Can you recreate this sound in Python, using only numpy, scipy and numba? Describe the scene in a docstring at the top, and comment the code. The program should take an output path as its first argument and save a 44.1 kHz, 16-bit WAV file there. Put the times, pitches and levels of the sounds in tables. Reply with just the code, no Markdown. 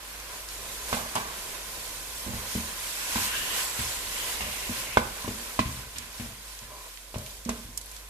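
"""Chopped tomatoes sizzle among onions in a wide metal pan, close under a phone with two microphone
ports; a kitchen fan hums behind and oil spits now and then. From about 1 s a wooden spatula stirs,
knocking the pan, which rocks on its stove grate. Near 3 s it bares hot metal: the frying swells and
steam whistles until the hardest knock, at 5 s. The sizzle sinks as the tomato spreads and cools the pan,
and the stirring ends with two short scrapes, lighter knocks and a flurry of spits."""
import sys
import numpy as np
from scipy import signal
from scipy.fft import rfft, irfft, next_fast_len
from scipy.io import wavfile
from scipy.ndimage import uniform_filter1d
from numba import njit

SR = 44100
rng = np.random.default_rng(int(sys.argv[2]) if len(sys.argv) > 2 else 0)


def master(y):
    """Save y as 16-bit WAV."""
    cut = np.clip(np.atleast_2d(y).T, -1, 1)
    pcm = np.round(cut * 32767)  # scale
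    wavfile.write(sys.argv[1], SR, pcm.astype(np.int16))


N = 356896

# The pan's modes, damped by the food on the metal. Each row: pitch in Hz, level in dB, t60 in seconds.
PAN_MODES = [(428, 16.5, 0.05), (639, 14.5, 0.065), (810, 12, 0.02), (1030, 21, 0.037), (1160, -16, 0.024),
             (1370, -6, .03), (1954, 14, 0.058), (2530, 11, 0.08), (2374, 20, 0.076), (3400, -12, 0.24),
             (3780, -36, 0.044)]


def undb(db):
    return 10 ** (np.asarray(db) / 20)


def level(x, db=0, first=None):
    """Sets the rms level, judged on the whole sound or on its first samples."""
    return x * undb(db) / np.sqrt(np.mean(x[..., :first] ** 2))


def across(points, hz):
    """Points joined on a log-frequency axis."""
    point_hz, values = np.transpose(points)
    return np.interp(np.log(hz + 1), np.log(point_hz), values)


def along(table):
    """Points joined in time: one envelope for each column after the first."""
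    s, *columns = np.transpose(table)
    return [np.interp(np.arange(N) / SR, s, c) for c in columns]


def sides(db):
    """Stereo gains for a balance of left minus right in dB."""
    return undb(np.array([[db], [-db]]) / 2)


def walk(rate):
    """Random levels held 1 / rate s and smoothed twice; spread near 1."""
    hold = int(SR / rate)
    steps = np.repeat(rng.standard_normal(N // hold + 1), hold)
    return 1.3 * uniform_filter1d(uniform_filter1d(steps, hold), hold)[:N]


def clicks(rate, count):
    """Impulses of random size and timing, on average rate a second."""
    return (rng.random(count) < rate / SR) * rng.standard_normal(count)


def add(out, x, s):
    i = int(s * SR)
    out[:, i:i + x.shape[1]] += x[:, :N - i]


def fade(t, t60):
    return np.exp(-np.log(1000) * t / np.maximum(t60, .002))


@njit
def bandpass(x, hz, width):
    """State-variable band-pass with a moving centre, gain 1 at the centre."""
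    y, band, low = np.empty(len(x)), 0., 0.
    for i in range(len(x)):
        g, damping = np.tan(np.pi * hz[i] / SR), width / hz[i]
        v = (band + g * (x[i] - low)) / (1 + g * (g + damping))
        band, low, y[i] = 2 * v - band, low + 2 * g * v, damping * v
    return y


def burst(t, hz, width, t60, rise_s):
    """A decaying puff of band noise, unrelated at the two ports."""
    centre = np.full(len(t), float(hz))
    noise = np.array([bandpass(n, centre, float(width)) for n in rng.standard_normal((2, len(t)))])
    return level(noise) * fade(t, t60) * (1 - fade(t, rise_s))


def ports(make, gain):
    """Two ports hear much the same bass and unrelated treble; gain is a function of Hz."""
    # Each row: frequency in Hz, share of the sound common to both ports.
    likeness = [(100, 0.93), (400, 0.74), (1000, 0.57), (2500, 0.12), (6000, 0.016)]
    left_lag_s = .0001
    size = next_fast_len(N)
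    hz = np.arange(size // 2 + 1) * SR / size
    common = across(likeness, hz)
    right, unrelated = rfft(make(), size), rfft(make(), size)
    left = (common * right + np.sqrt(1 - common ** 2) * unrelated) * np.exp(-2j * np.pi * hz * left_lag_s)
    return level(irfft(np.array([left, right]) * gain(hz), size)[:, :N])


@njit
def bubbles(start, hz, size, decay, count):
    """Each bubble swells quickly and rings out as a damped sine."""
    y = np.zeros(count)
    for j in range(len(start)):
        phasor, onset = size[j] + 0j, 1.
        turn = decay[j] * np.exp(2j * np.pi * hz[j] / SR)
        for i in range(start[j], count):
            y[i] += phasor.imag * (1 - onset)
            phasor, onset = phasor * turn, onset * decay[j] ** 4
            if abs(phasor.real) + abs(phasor.imag) < size[j] / 100:
                break
    return y


def fizz(rate, spread_db, ring_s, hiss):
    """Tiny steam bubbles of every pitch, a few much louder, over a share of smooth hiss."""
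    when, pitch, rarity, length = rng.random((int(rate * N / SR), 4)).T
    decay = np.exp(-np.log(1000) / (SR * ring_s * (0.59 + length)))
    size = undb(-spread_db * np.log(rarity + 0.0022))
    pops = bubbles((when * N).astype(np.int64), 200 + 15000 * pitch, size, decay, N)
    return level(pops) + hiss * rng.standard_normal(N)


def bowl(f):
    """Air in the bowl of the pan resonates: its gain at f Hz."""
    # Each row: centre in Hz, width in Hz, gain in dB.
    air_modes = [(590, 67, -6), (1020, 65, 16), (1515, 190, 0.5)]
    return 1 + sum(undb(db) / np.abs(1 + 2j * (f - hz) / width) for hz, width, db in air_modes)


def frying():
    """Fine sizzle in oil, coarser bubbling in the juice and a low simmer of pan and burner."""
    # The pan cools as the tomato spreads. Each row: time in seconds, base sizzle and bubbling in dB.
    fry_levels = [(0, -44.5, -46), (.7, -39, -44), (1.2, -39, -42), (2.1, -38.5, -45.5), (2.7, -37.5, -42),
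                  (3.1, -33, -40), (3.5, -34, -39), (4.1, -34.5, -39.5), (4.6, -35, -41.5), (5.1, -41, -43),
                  (5.6, -41, -45.5), (5.9, -46, -48.5), (6.5, -45, -51), (7, -47, -53), (7.4, -48, -55.5),
                  (8.09, -49.5, -55)]
    # Each row: time in seconds, base level of the simmer in dB.
    simmer_levels = [(0, -53.5), (1, -45), (2, -48), (3, -50), (4, -46), (5, -45.5), (6, -55.5), (7, -59.5),
                     (8.09, -57)]
    # The tone of the three layers. Each row: frequency in Hz, relative spectral density in dB.
    sizzle_tone = [(1180, -20), (2000, -6), (2630, -5.5), (2760, -8), (3130, -4), (3910, -3), (6170, -3),
                   (6820, -2.5), (11500, -4), (13900, -6), (14500, -15.5)]
    bubbling_tone = [(400, -6.5), (700, -5.5), (1000, -9), (1500, -3.5), (2600, 0), (4000, -6), (7000, -16)]
    simmer_tone = [(30, 6.5), (60, -5), (110, -7), (170, -11), (300, -12), (480, -6.5), (750, -14.5),
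                   (1200, -23.5)]
    sizzle = ports(lambda: fizz(rate=7000, spread_db=2.6, ring_s=.031, hiss=1.0),
                   lambda f: undb(across(sizzle_tone, f)))
    bubbling = ports(lambda: fizz(rate=9000, spread_db=1.5, ring_s=.02, hiss=1.3),
                     lambda f: undb(across(bubbling_tone, f)) * bowl(f))
    simmer = ports(lambda: rng.standard_normal(N),
                   lambda f: undb(across(simmer_tone, f)) * bowl(f) * (f < 1400))
    sizzle_db, bubbling_db = along(fry_levels)
    lift_db = flares()
    sizzle_flicker, bubbling_flicker, joint_flicker = [undb(.6 * walk(18)) for _ in range(3)]
    sizzle *= undb(sizzle_db + lift_db) * sizzle_flicker
    bubbling *= undb(bubbling_db + .8 * lift_db) * bubbling_flicker
    simmer *= undb(along(simmer_levels)[0] + 2 * walk(10))
    return sides(-2) * ((sizzle + bubbling) * joint_flicker + simmer)


def fan():
    """The fan's low hum wavers a little in pitch and level."""
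    hz = 49.5 * (1 + .055 * walk(14))
    hum = np.sin(2 * np.pi * np.cumsum(hz) / SR) * undb(1.6 * walk(9))
    return sides(-1.4) * level(hum, db=-50)


def spits():
    """A drop hits hot oil: a sharp crack, then a short spray of steam."""
    # Each row: start in seconds, base level in dB, centre in Hz, left minus right in dB.
    drops = [(0.4866, -34, 5340, 0), (0.948, -30, 9050, -8), (1.153, -30, 8000, -11),
             (4.6613, -46, 2800, 2), (5.221, -36, 4070, 2), (5.258, -43, 2470, -11),
             (5.983, -27.5, 6500, -4), (6.589, -38, 5660, 1), (6.972, -38, 2480, -4),
             (7.183, -40, 7460, -11), (7.2622, -37, 3070, -7), (7.45, -34.5, 6040, -3),
             (7.492, -27, 7000, -3), (7.7746, -23.5, 7760, -5), (7.8125, -38, 6900, -10),
             (7.858, -40, 11400, 4), (7.9137, -38, 7750, -1), (7.9633, -39, 4670, -3)]
    out, t = np.zeros((2, N)), np.arange(int(.15 * SR)) / SR
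    for s, db, hz, side_db in drops:
        crack = undb(4.5) * burst(t, hz, width=.6 * hz, t60=.022, rise_s=.006)
        spray = undb(-9) * burst(t, hz, width=.7 * hz, t60=.07, rise_s=.017)
        add(out, sides(side_db) * undb(db) * (crack + spray), s)
    return out


def ring(modes, t, favoured_hz, db_per_octave, spread_db, port_phase):
    """One blow's ring: the place struck favours modes near one pitch."""
    hz, db, t60 = np.transpose(modes)[:, :, None]
    detune, skew, strength, phase = rng.standard_normal((4, len(modes), 1))
    angle = 2 * np.pi * hz * (1 + .015 * detune) * t + .6 * phase
    # the ports catch the higher modes out of step
    shift = port_phase * (1 + .4 * skew) * np.minimum(hz / 1000, 1) ** 2
    db = db - np.abs(np.log2(hz / favoured_hz)) * db_per_octave + spread_db * strength
    envelope = undb(db) * fade(t, t60) * (1 - np.exp(-t * hz * 3.6))
    x = np.sum(envelope * np.sin([angle - shift, angle]), axis=1)
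    return x / np.abs(x).max()


def spatula():
    """Each blow clacks dry wood, rings pan and grate, ticks, then chatters as wood drags over metal."""
    # Each row: start in seconds, levels of knock, grate and tick in dB, left minus right in dB,
    # chatter in dB against the blow, favoured pitch of the knock and of the grate in Hz.
    blows = [(0.891, -43, -62, -49, -2, -32, 600, 100), (1.163, -28.5, -41, -46, -3, -11, 990, 200),
             (0.928, -23, -33, -28.5, -4, -15.5, 865, 203), (1.155, -26.5, -39, -27, -2.5, -17, 810, 200),
             (2.264, -39, -36, -56, -5.5, -10, 450, 137), (2.301, -54, -42, -53, 7, -25, 406, 61.9),
             (2.335, -41, -35.5, -51, -2.5, -11, 1000, 99.6), (2.374, -45, -48, -43, 0, -18, 1040, 61.9),
             (2.553, -38, -28, -40, 0.5, -17.5, 382, 224), (2.58, -51, -42, -41, -7, -27, 388, 67.3),
             (3.157, -31, -31, -33, 0, -13.5, 830, 153), (3.791, -43, -33.5, -31, 1, -29, 1060, 64.6),
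             (4.405, -43, -41, -34, -2, -4.5, 980, 74), (4.694, -41, -32.5, -61, 1.5, -16, 635, 201),
             (4.971, -10.5, -26, -26, -2.5, -35, 870, 153), (5.245, -35.5, -39, -54, -4, -23, 1030, 234),
             (5.278, -32.5, -30.5, -37.5, 1.5, -18, 369, 256),
             (5.591, -17.5, -25, -25, -2.5, -33, 1045, 248), (5.654, -61, -32, -41, 2, -9, 956, 113),
             (5.958, -60, -46, -39, -4, -5, 1040, 61.9), (6.198, -45.5, -35, -40, 2.5, -10, 638, 144),
             (6.618, -52, -48.5, -58, -3, -12, 1380, 120), (7.142, -37, -55, -39.5, -3, -21, 644, 118),
             (7.158, -34, -32, -53, 1, -17, 655, 121), (7.46, -45, -33.5, -49, -4, -8.5, 358, 240),
             (7.491, -28.5, -35.5, -33.5, -1.5, -22, 616, 243), (7.648, -60, -44.5, -59, 2.5, -9, 563, 121)]
    # Modes of the spatula and the stove grate. Each row: pitch in Hz, level in dB, t60 in seconds.
    wood_modes = [(526, -0.5, 0.015), (864, 4, 0.011), (1060, 0, 0.019), (1520, 0.5, 0.03),
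                  (2090, -9.5, 0.057), (3350, 1, 0.014)]
    grate_modes = [(72, 1.5, 0.25), (108, 3, 0.14), (123.7, 3, 0.11), (190, -4.5, 0.095),
                   (199.1, -2.5, 0.19), (237, 6.5, 0.098), (309, -3.5, 0.1)]
    # Blows on bare metal sound higher and ring more.
    # Each row: favoured pitch in Hz, pan level in dB against the wood.
    bare_metal = [(400, -8.5), (700, -5), (1000, -2.5), (1040, 15)]
    out, t = np.zeros((2, N)), np.arange(int(.3 * SR)) / SR
    for s, knock_db, grate_db, tick_db, side_db, chatter_db, knock_hz, grate_hz in blows:
        force = clicks(900, len(t)) * undb(chatter_db) * fade(t, t60=.55)
        force[0] = -1  # the blow itself, ahead of its chatter
        # food between wood and metal lengthens the push and dulls the knock; hard blows touch briefly
        contact_s = .00024 if knock_db > -32 else .00077
        push = np.sin(np.pi * np.clip(t[:200] / contact_s, 0, 1))
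        wood = ring(wood_modes, t, knock_hz, db_per_octave=5.5, spread_db=.33, port_phase=1.67)
        pan = ring(PAN_MODES, t, knock_hz, db_per_octave=13, spread_db=1, port_phase=1.78)
        pan *= undb(np.interp(knock_hz, *np.transpose(bare_metal)))
        knock = level(signal.fftconvolve(wood + pan, push[None])[:, :len(t)], knock_db, first=300)
        grate = ring(grate_modes, t, grate_hz, db_per_octave=5.4, spread_db=1.24, port_phase=2.3)
        grate = level(grate, grate_db, first=700)
        tick = undb(tick_db) * burst(t, hz=2480, width=1870, t60=.13, rise_s=.002)
        rocking = force * np.where(t > 0, .45, 1)  # only part of the chatter reaches grate and tick
        blow = signal.fftconvolve(knock, force[None]) + signal.fftconvolve(grate + tick, rocking[None])
        add(out, sides(side_db) * blow, s)
    return out


def flares():
    """Juice meets bare hot metal: the frying's lift in dB, quick up and a little slower down."""
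    # Each row: time of the peak in seconds, lift in dB.
    peaks = [(.94, 3.5), (2.55, 1), (3.2, 3), (3.58, 4), (3.85, 2.5), (4.3, 2), (4.8, 4), (5.3, 1.5),
             (5.45, 2), (5.72, 3.5), (6.2, 3.5), (6.9, 2), (7.26, 4.5), (7.55, 5.5), (7.93, 4)]
    rise_s, fall_s = .076, .089
    s, db = np.transpose(peaks)[:, :, None]
    t = np.arange(N) / SR - s
    return np.sum(db * np.exp(-(t / np.where(t < 0, rise_s, fall_s)) ** 2), axis=0)


def rasp(hz, width):
    """Bursting bubbles: clicks of unequal size over smooth hiss, through one resonance."""
    crackle = clicks(3000, N) * undb(1.5 * rng.exponential(size=N))
    return level(bandpass(level(crackle) + .72 * rng.standard_normal(N), hz, width))


def steam():
    """Steam whistles under the lifted heap, through two gaps that change as it slides."""
    # Each row: time in seconds, lower and upper resonance in Hz, base level in dB.
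    gaps = [(2.8, 1400, 2500, -47), (3.2, 1520, 2620, -40.5), (3.32, 1570, 2880, -34.5),
            (3.45, 1770, 2860, -34), (3.56, 1950, 3000, -34.5), (3.7, 2000, 2700, -57),
            (4.2, 1970, 2980, -40), (4.8, 2240, 2660, -44), (5, 2200, 2680, -41)]
    # A thin bright sheen above the whistle. Each row: time in seconds, base level in dB.
    sheen_levels = [(2.7, -67), (2.95, -44), (3.3, -50), (3.65, -42), (3.95, -45), (4.3, -66)]
    low_hz, high_hz, db = along(gaps)
    jets = [undb(-3.5) * rasp(low_hz, width=200.) + undb(-.1) * rasp(high_hz, width=380.) for _ in "LR"]
    whistle = level(np.array(jets)) * undb(db)
    sheen = np.array([rasp(np.full(N, 7700.), width=350.) for _ in "LR"]) * undb(along(sheen_levels)[0])
    t = np.arange(N) / SR
    escaping = (t > gaps[0][0]) * (t < gaps[-1][0])
    return (whistle + sheen) * undb(1.5 * walk(30)) * escaping


def scrapes():
    """Dense slips of wood on the pan floor keep the metal ringing for the length of the rub."""
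    # Each row: start and length in seconds, level in dB, favoured pitch of the pan in Hz.
    rubs = [(6.677, 0.16, -50, 820), (6.834, 0.044, -51, 915)]
    out, t = np.zeros((2, N)), np.arange(int(.3 * SR)) / SR
    for s, length_s, db, pan_hz in rubs:
        slips = clicks(1500, len(t)) * np.sin(np.pi * np.clip(t / length_s, 0, 1))
        pan = ring(PAN_MODES, t, pan_hz, db_per_octave=15, spread_db=3.5, port_phase=1.1)
        rub = signal.fftconvolve(pan, slips[None])
        add(out, level(rub, db, first=int(length_s * SR)), s)
    return out


def walls(hits):
    """Hard kitchen walls: a dull tail after the first bounce, its bass the same at both ports."""
    t60, first_bounce_s, tail_db = .49, .004, -16.5
    t = np.arange(int(.5 * SR)) / SR
    noise = rng.standard_normal((3, len(t)))
    common, separate = noise[0], noise[1:]
    diffuse = separate + uniform_filter1d(common - separate, size=40)
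    tail = uniform_filter1d(diffuse, size=5) * fade(t, t60) * (t > first_bounce_s)
    tail /= np.sqrt(np.sum(tail ** 2) / 2)
    return undb(tail_db) * signal.fftconvolve(hits, tail, axes=1)[:, :N]


def scene():
    """Knocks, scrapes and spits echo off the walls, over a dry bed of frying, steam and fan."""
    hits = spatula() + scrapes() + spits()
    return hits + walls(hits) + frying() + steam() + fan()


def record(dry):
    """The phone rounds the loudest peak, thins the lowest bass and cuts the top."""
    bottom_hz, top_hz = 36, 14650
    rounded = dry / (1 + dry ** 4) ** .25
    thinned = signal.sosfilt(signal.butter(2, bottom_hz, "high", fs=SR, output="sos"), rounded)
    return signal.sosfilt(signal.ellip(12, .2, 80, top_hz, fs=SR, output="sos"), thinned)


dry = scene()
out = record(dry)
master(out)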